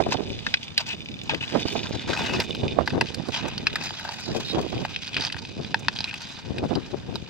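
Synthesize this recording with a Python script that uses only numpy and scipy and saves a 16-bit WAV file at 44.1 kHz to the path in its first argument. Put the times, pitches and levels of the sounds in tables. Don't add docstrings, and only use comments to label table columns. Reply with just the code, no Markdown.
import sys
import numpy as np
from scipy import signal
from scipy.fft import rfft, irfft
from scipy.io import wavfile
from scipy.ndimage import uniform_filter1d, map_coordinates

SR = 44100
rng = np.random.default_rng(int(sys.argv[2]) if len(sys.argv) > 2 else 0)


def wav_record(signal):
    frames = np.transpose(np.atleast_2d(signal))
    bounded = np.clip(frames, -1, 1)
    quanta = np.round(bounded * 32767).astype(np.int16)
    wavfile.write(sys.argv[1], SR, quanta)


N = 321489

# pitch in Hz, gain in dB, ring time (t60) in seconds.
BODY_MODES = [(888, 3, 0.019), (1063, 19.5, 0.0025), (1562, -2.5, 0.019), (1823, 9, 0.0036),
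              (2565, -0.5, 0.019), (2830, -7, 0.0057), (3330, 6.5, 0.012), (3740, 15, 0.0018),
              (3975, 3.5, 0.022), (4633, -3.5, 0.021), (4800, -16, 0.013), (4910, 11, 0.0032),
              (6020, -10.5, 0.0047)]
# frequency in Hz, gain in dB.
GRIT_EQ = [(500, -12), (1000, -4), (3000, 0), (5200, -1), (7000, -16), (9000, -25), (13500, -34),
           (15000, -24), (16000, -28)]
SCRAPE_RISE_S, SCRAPE_FADE_S = 0.0014, 0.0081


def knocks(focus_oct=.3, broad_db=-15, skid_ms=3.1, rise_ms=0.54, direct_db=-5, crack_db=-19):
    # time in seconds, level in dB, centre of the ring in Hz, relative thud and skid in dB.
    blows = [(0.122, -17.5, 2300, 4.5, -2), (0.171, -23.5, 3120, -10, -27), (0.466, -14, 2100, -44, -13),
             (0.5405, -7.5, 2600, -19, -16.5), (0.7783, -7.5, 3860, -19, 2), (1.2951, -13.5, 2450, 0, -19),
             (1.346, -17, 2340, -3, -2), (1.684, -18, 5100, -10, -17), (2.1327, -18.5, 1400, -26, -9),
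             (2.1744, -22, 2630, -20, -27), (2.4014, -16, 2740, 0.5, 6.5), (2.549, -25, 3370, 1.5, 3),
             (2.876, -14.5, 1790, 3.5, -2), (2.904, -25.5, 1950, -1, -4), (3.011, -13, 1900, 4, 7),
             (3.1454, -18.5, 5460, -14, 7.5), (3.2855, -29.5, 5100, -18, 10), (3.3544, -31, 5100, -20, -9),
             (3.5795, -17, 4380, -21, -3), (3.6695, -8, 2180, -40, -12.5), (3.7571, -14.5, 1730, -31, 3),
             (3.869, -26.5, 2550, -20, -11), (3.907, -23, 3370, 3.5, -25), (3.996, -26.5, 1800, -9, 9),
             (4.0508, -28, 1500, 11.5, -34), (4.0909, -20, 5030, 2, -36), (4.85, -26.5, 1470, 12.5, -11),
             (4.962, -13.5, 3130, -19, -22.5), (5.078, -19.5, 4600, -19, -27),
             (5.144, -19.5, 4000, -27, -13), (5.1665, -13.5, 2850, -22, -8), (5.176, -20.5, 1460, -25, -15),
             (5.2086, -17.5, 4570, -26, -1), (5.2225, -19, 4740, -33, -9), (5.238, -20.5, 4700, -6, -7),
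             (5.25, -10.5, 5230, -43, -25), (5.268, -18, 4740, -33, -23), (5.3002, -27, 2110, -26, -9),
             (5.324, -24, 4170, -24, 4), (5.345, -26, 1660, 0, -37), (5.3667, -27, 1640, 2, 6),
             (5.3895, -26.5, 5000, -7, -17), (5.451, -24.5, 2900, -10, -34), (5.647, -26.5, 2920, -10, -16),
             (5.7443, -9, 1590, 2.5, -50), (5.8839, -5, 1310, -37, -39), (5.962, -21, 3660, -33, -29),
             (5.968, -26, 3700, -20, -14), (5.9886, -15, 4900, -20, -36), (6.006, -14.5, 4900, -7, -28),
             (6.013, -25, 4500, -21, -22), (6.0423, -14.5, 4000, -14, -17), (6.111, -25, 2350, -24, -27),
             (6.141, -21, 2690, -10, 3.5), (6.583, -23.5, 2550, -12, 1), (6.7534, -23.5, 4600, -4, 0),
             (7.156, -22, 4200, 5, 5)]
    # delay in ms, share of the blow.
    rebounds = [(1.22, .5), (2.35, .35)]
    size, lead = 3000, 300
    out = np.zeros(N + size)
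    t_ms = (np.arange(size) - lead) * 1000 / SR
    noise = rng.standard_normal((len(blows), size))
    detune = rng.standard_normal((len(blows), len(BODY_MODES)))
    for (s, db, centre_hz, thud_db, skid_db), grit, drift in zip(blows, noise, detune):
        push = undb(skid_db) * grit * np.exp(np.minimum(t_ms / rise_ms, -t_ms / skid_ms))
        for ms, share in [(0, 1.0)] + rebounds:
            push[lead + int(ms * (1 + .05 * drift[0]) * SR / 1000)] += share * np.sign(grit[0])
        contact = colour(push, GRIT_EQ)
        body = thud = 0
        for (hz, mode_db, t60), d in zip(BODY_MODES, drift):
            if hz > 1400:
                share = np.exp(-(np.log2(hz / centre_hz) / focus_oct) ** 2) + undb(broad_db)
                body += share * undb(mode_db) * ring(contact, hz * (1 + .02 * d), t60)
            else:
                thud += undb(mode_db) * ring(push, hz, t60)
        crack = bandpass(push + 0.26 * grit * np.exp(-np.abs(t_ms) / 1.1), 2, 6500, 12000)
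        crack *= (centre_hz / 4000) ** 0.26
        direct = bandpass(contact, 1, 0.7 * centre_hz, 1.07 * centre_hz)
        knock = peak_at(body, 0) + peak_at(direct, direct_db) + peak_at(thud, thud_db)
        start = int(s * SR) - lead
        out[start:start + size] += undb(db) * (knock + undb(crack_db) * crack)
    return signal.sosfilt(signal.butter(3, 550, "high", fs=SR, output="sos"), out[:N])


def rattle(faint_per_s=150, spread_db=4.5):
    # time in seconds, strength in dB.
    ticks = [(0.303, -16), (0.39, -18), (0.681, -19), (1.0052, -24), (1.0244, -31), (1.059, -23),
             (1.0871, -22), (1.2151, -20.5), (1.4785, -18), (1.5947, -16), (1.6292, -15), (1.765, -17.5),
             (1.7918, -15.5), (1.8322, -13), (2.4546, -33), (2.4808, -24), (2.508, -17), (2.595, -25),
             (2.634, -26), (2.6807, -12.5), (2.7222, -23)]
    # time in seconds, typical strength in dB.
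    faint_levels = [(0, -30.5), (1.35, -36.5), (1.5, -27), (2.45, -29.5), (2.74, -32.5), (2.8, -36.5),
                    (7.29, -41)]
    # pitch in Hz, gain in dB, t60 in seconds.
    puck_modes = [(2480, -10, .012), (2950, -10, .009), (3560, -8.5, .019), (4840, -24, .02)]
    faint = rng.random(N) < faint_per_s / SR
    push = faint * undb(curves(faint_levels)[0] + spread_db * rng.standard_normal(N))
    s, db = np.transpose(ticks)
    push[(s * SR).astype(int)] = undb(db)
    out = 0
    for hz, mode_db, t60 in puck_modes:
        out += undb(mode_db) * ring(push * undb(2.4 * rng.standard_normal(N)), hz, t60)
    return bandpass(out, 4, 2200, 6500)


def grating_levels():
    # time in seconds, middle band in dB, low and high bands in dB relative to it.
    drag = [(0, -56.5, 6, 2), (.3, -53.5, 2, 1.5), (.7, -59, 3, 1), (1.3, -68, 8.5, 7.5),
            (1.5, -42.5, 3, -3.5), (1.75, -49.5, 4, 6), (2.02, -46.5, 5, -3.5), (2.55, -59, -1, 4.5),
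            (2.8, -58.5, 6, -1.5), (3.25, -56.5, 8, 4), (3.65, -47.5, 2.5, -6), (4.1, -50.5, 5.5, 4.5),
            (4.4, -47, 0, 1), (5.0, -49.5, -3, -5.5), (5.5, -57, 0.5, 2.5), (6.2, -53, 3.5, -5),
            (6.5, -57, 6.5, 0), (7.29, -64, 8, 3)]
    # start and length in seconds, then the same three levels.
    scrapes = [(0.108, 0.027, -42, 4, 5), (0.63, 0.0042, -36, -17, -6.5), (0.795, 0.016, -41.5, 4, 1.5),
               (0.864, 0.067, -44, -3, -1), (1.295, 0.027, -33.5, 2, -12), (2.077, 0.35, -46, 13.5, 2.5),
               (2.86, 0.043, -54, -9, 6), (3.059, 0.03, -40, -10, -7), (3.322, 0.075, -37.5, -0.5, -5),
               (3.389, 0.13, -44.5, 1, -10), (3.807, 0.056, -42.5, 2, 0), (4.051, 0.14, -47, 7, -14),
               (4.456, 0.1, -45.5, -28, -16), (5.02, 0.16, -50, -7, -3.5),
               (5.102, 0.082, -37.5, -10.5, -13), (5.199, 0.076, -46.5, 5.5, 0.5),
               (5.929, 0.052, -51.5, 3, 4), (6.08, 0.019, -55, -11, 5), (6.167, 0.24, -53, -14, 0.5)]
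    drag_db, drag_low, drag_high = curves(drag)
    s, length, scrape_db, scrape_low, scrape_high = np.transpose(scrapes)
    low, middle, high = (
        add_db(drag_db + tilt, swells(s, s + length, SCRAPE_RISE_S, SCRAPE_FADE_S, scrape_db + lift))
        for tilt, lift in ((drag_low, scrape_low), (0, 0), (drag_high, scrape_high)))
    return low, middle, high, high - 11


def grating(grains_per_s=7000, own_share=0.6, direct_db=-5):
    # time in seconds, relative depth of the chatter.
    chatter = [(0, 2.6), (4.9, 3), (5.25, 4), (5.4, 5), (5.46, 4), (5.9, 4), (5.95, 5), (6.1, 5), (6.25, 3),
               (7.29, 3)]
    grains = (rng.random((3, N)) < grains_per_s / SR) * rng.standard_normal((3, N))
    chatter_db = curves(chatter)[0] * 1.45 * np.tanh(walk(260)) + walk(50)
    stones = (grains[0] + own_share * grains[1:]) * undb(chatter_db)
    wander_db = 2.6 * walk(45, channels=len(BODY_MODES))
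    low, middle, high = np.zeros((3, 2, N))
    for (hz, mode_db, t60), swing_db in zip(BODY_MODES, wander_db):
        group = low if hz < 2000 else middle if hz < 3800 else high
        group += undb(mode_db) * ring(stones * undb(swing_db), hz, t60)
    grit = colour(stones, GRIT_EQ)
    top = grit * undb(4 * walk(90))
    bands_hz = [(600, 2100), (2100, 3800), (3800, 7000), (7000, 16500)]
    out = 0
    for layer, edges, band_db in zip((low, middle, high, top), bands_hz, grating_levels()):
        voiced, direct = bandpass(layer, 4, *edges), bandpass(grit, 4, *edges)
        out += undb(band_db) * (level(voiced, 0) + level(direct, direct_db))
    return out


def rasps(slips_per_s=1400, t60=.02):
    # start in seconds, length in seconds, level in dB, pitch in Hz.
    strokes = [(0.79, 0.016, -29, 2730), (0.886, 0.051, -32, 2580), (1.409, 0.037, -33.5, 2620),
               (2.167, 0.24, -38.5, 2590), (3.793, 0.124, -45.5, 4880), (4.048, 0.085, -50.5, 870),
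               (4.448, 0.074, -35.5, 3790), (6.077, 0.026, -40, 2430)]
    slips = (rng.random(N) < slips_per_s / SR) * rng.standard_normal(N) * undb(2.4 * walk(110)[0])
    out = 0
    for s, length, db, hz in strokes:
        sung = sum(gain * ring(slips, ratio * hz, t60) for ratio, gain in [(1, 1), (1.1, .7), (1.35, .45)])
        out += level(sung, swells(s, s + length, SCRAPE_RISE_S, SCRAPE_FADE_S / 2, np.array([db])))
    return out


def wheels(level_db=-52):
    # frequency in Hz, gain in dB.
    wheel_eq = [(290, -30), (500, 0), (1820, -16), (2610, -4), (3650, -6), (7750, -22), (10200, -43),
                (16000, -40)]
    hiss = rng.standard_normal((2, N)) * undb(2 * walk(11) + 0.15 * walk(31, channels=2))
    return level(colour(hiss, [(200, -1)] + list(wheel_eq)), level_db)


def gusts(rise_share=0.26, fade_share=0.29):
    # time in seconds, force at the left and right ports in dB.
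    breeze = [(0, -61, -32), (0.3, -57, -38.5), (0.65, -59.5, -58), (1.2, -51, -45.5), (1.6, -50, -53),
              (2.2, -49, -39), (2.9, -54, -38), (3.15, -75, -46), (3.7, -42, -47), (4.1, -70, -53.5),
              (4.6, -56, -44), (4.8, -56, -36), (5.0, -60, -56), (5.7, -50, -41.5), (6.3, -58.5, -61.5),
              (6.65, -73, -62), (6.9, -48, -44), (7.29, -49, -54)]
    # time of the crest in seconds, force in dB, left minus right in dB, length in seconds.
    buffets = [(0.005, -13, -36, 0.036), (0.094, -26, 18, 0.057), (0.189, -24.5, -40, 0.14),
               (0.307, -26, 22, 0.083), (0.941, -28, -28, 0.015), (1.337, -22.5, 25, 0.053),
               (1.568, -14, -33, 0.081), (1.658, -19, -18, 0.014), (1.758, -23.5, -35, 0.15),
               (1.911, -24.5, -29, 0.015), (1.952, -24.5, 23, 0.033), (2.103, -25, 17, 0.092),
               (2.21, -27.5, 23, 0.067), (2.345, -23.5, 17, 0.095), (2.39, -29.5, -1, 0.11),
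               (2.495, -22.5, -29, 0.03), (2.651, -23, -1.5, 0.16), (2.791, -13.5, -38, 0.068),
               (2.95, -18.5, 25, 0.04), (2.982, -19, 7, 0.078), (3.02, -29.5, -14, 0.087),
               (3.106, -22.5, -38, 0.029), (3.187, -25.5, -39, 0.11), (3.291, -21.5, -43, 0.031),
               (3.452, -22.5, -32, 0.077), (3.615, -34.5, -29, 0.15), (3.736, -25.5, -24, 0.031),
               (4.298, -24.5, -25, 0.072), (4.368, -22, 9.5, 0.096), (4.557, -21, -30, 0.12),
               (4.59, -16.5, 11, 0.056), (4.637, -26, -34, 0.19), (4.729, -21.5, -22, 0.032),
               (4.767, -23, -3.5, 0.065), (4.812, -23.5, -14, 0.05), (5.185, -17.5, -30, 0.048),
               (5.597, -24.5, 31, 0.062), (6.507, -27.5, 21, 0.095), (6.584, -23.5, -17, 0.1),
               (6.631, -22.5, 4, 0.11), (6.719, -21.5, -30, 0.061), (6.77, -19.5, 19, 0.049),
               (6.944, -23, 31, 0.036), (7.103, -30, 27, 0.16)]
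    s, db, lean_db, length = np.transpose(buffets)
    rise, fade = rise_share * length, fade_share * length
    return np.array([add_db(calm_db, swells(s, s, rise, fade, db + np.minimum(side * lean_db, 0)))
                     for calm_db, side in zip(curves(breeze), (1, -1))])


def wind(lumpy_db=3.0, eddies_per_s=200, thump_db=3):
    # centre in Hz, level in dB, extra dB for each dB of force above -33.
    bands = [(54, -14, -0.43), (108.2, 1, -0.52), (175.4, 4, -0.37), (281.4, 1.5, 0.16),
             (450, -14.5, 1), (1220, -21.5, -1.06), (2180, -22, -1.1)]
    force_db = gusts() + lumpy_db * np.clip(walk(70, channels=2), -2, .6)
    thumps = (rng.random((2, N)) < eddies_per_s / SR) * rng.uniform(-1.03, 1, (2, N))
    air = level(thumps, thump_db) + rng.standard_normal((2, N))
    out = 0
    for hz, band_db, reach in bands:
        band = level(bandpass(air, 2, hz / 1.5, hz * 1.5), band_db)
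        flutter_db = 2 * np.tanh(walk(30, channels=2))
        out += band * undb(force_db + reach * (force_db + 33) + flutter_db)
    return out


def wind_pops(pitch_hz=520, rise_ms=3, size=1500):
    # start in seconds, peak in dB, left minus right in dB.
    hits = [(0.063, -9.5, 28), (0.143, -10.5, -23), (1.552, -5.5, -18), (1.753, -9.5, -31),
            (1.942, -20, 20), (2.786, -2, -33), (4.347, -15.5, 20), (5.174, -26, -14), (5.586, -36, 24),
            (6.63, -25, 18), (6.716, -21, -25), (6.756, -16.5, 21), (6.937, -23, 22)]
    out = np.zeros((2, N + size))
    t_ms = np.arange(size) * 1000 / SR
    for (s, db, lean_db), air in zip(hits, rng.standard_normal((len(hits), size))):
        pop = bandpass(air, 3, pitch_hz / 2, pitch_hz * 1.7) * t_ms * np.exp(-t_ms / rise_ms)
        port_db = db + np.minimum([lean_db, -lean_db], 0)
        out[:, int(s * SR):int(s * SR) + size] += peak_at(pop, port_db[:, None])
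    return out[:, :N]


def ports(x, scatter_db=-8, scatter_ms=6):
    # time in seconds, lag of the left port in ms.
    bearing = [(0, -0.1), (.7, -0.12), (1.3, -0.15), (2.2, 0.0019), (3.2, 0.037), (4.3, 0.084),
               (5.2, 0.037), (6.2, 0.024), (7.29, 0.054)]
    # centre in Hz, width in Hz, added gain.
    left_modes = [(1750, 700, 1.0), (2650, 450, 1.3), (3350, 500, -.7), (6000, 900, .8)]
    right_modes = [(2460, 59, 0.074), (3396, 380, 0.62), (4410, 990, 1), (7600, 660, 1)]
    hz = np.arange(N // 2 + 1) * SR / N
    t_ms = np.arange(2000) * 1000 / SR
    half_lag = curves(bearing)[0] * SR / 2000
    out = []
    for sound, side, modes in zip(x, (1, -1), (left_modes, right_modes)):
        arrival = map_coordinates(sound, [np.arange(N) - side * half_lag], order=3, mode="nearest")
        scatter = rng.standard_normal(len(t_ms)) * np.exp(-t_ms / scatter_ms)
        arrival += signal.oaconvolve(arrival, level(scatter, scatter_db) / np.sqrt(len(t_ms)))[:N]
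        response = 1 + sum(gain / (1 + 1j * (hz - centre ** 2 / (hz + 1)) / width)
                           for centre, width, gain in modes)
        out.append(irfft(rfft(arrival) * response, N))
    return np.array(out)


def undb(db):
    return 10 ** (np.asarray(db) / 20)


def level(x, db):
    return x * undb(db) / np.sqrt(np.mean(x ** 2))


def peak_at(x, db):
    return x * undb(db) / np.abs(x).max()


def add_db(a_db, b_db):
    return 10 * np.log10(undb(a_db) ** 2 + undb(b_db) ** 2)


def bandpass(x, order, low_hz, high_hz):
    return signal.sosfilt(signal.butter(order, [low_hz, high_hz], "band", fs=SR, output="sos"), x)


def curves(table):
    s, *columns = np.transpose(table)
    return [np.interp(np.arange(N) / SR, s, c) for c in columns]


def colour(x, points):
    hz, db = np.transpose(points)
    log_gain = np.interp(np.log(np.arange(513) * SR / 1024 + 1), np.log(hz), db) * np.log(10) / 20
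    cepstrum = irfft(log_gain)
    cepstrum[1:512] *= 2
    cepstrum[513:] = 0
    impulse = irfft(np.exp(rfft(cepstrum))).reshape((1,) * (x.ndim - 1) + (-1,))
    return signal.oaconvolve(x, impulse, axes=-1)[..., :x.shape[-1]]


def ring(x, hz, t60):
    pole = np.exp(2j * np.pi * hz / SR - np.log(1000) / (t60 * SR))
    return signal.lfilter([1], [1, -pole], x).imag


def walk(rate, channels=1):
    hold = max(int(SR / rate), 2)
    steps = np.repeat(rng.standard_normal((channels, N // 8))[:, :N // hold + 1], hold, axis=1)
    return 2.3 * uniform_filter1d(uniform_filter1d(steps, hold), hold)[:, :N]


def swells(start, end, rise, fade, db):
    t = np.arange(0, N, 32)[:, None] / SR
    shape = np.exp(-np.maximum(start - t, 0) / rise - np.maximum(t - end, 0) / fade)
    power = shape ** 2 @ undb(db) ** 2
    return np.interp(np.arange(N) / SR, t[:, 0], 10 * np.log10(power + 1e-12))


def scene():
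    return ports(knocks() + rattle() + grating() + rasps()) + wheels() + wind() + wind_pops()


def record(dry, top_hz=16200):
    rounded = 1.453 * np.tanh(dry / 1.748)
    return signal.sosfilt(signal.ellip(10, .2, 60, top_hz, fs=SR, output="sos"), rounded)


dry = scene()
out = record(dry)
wav_record(out)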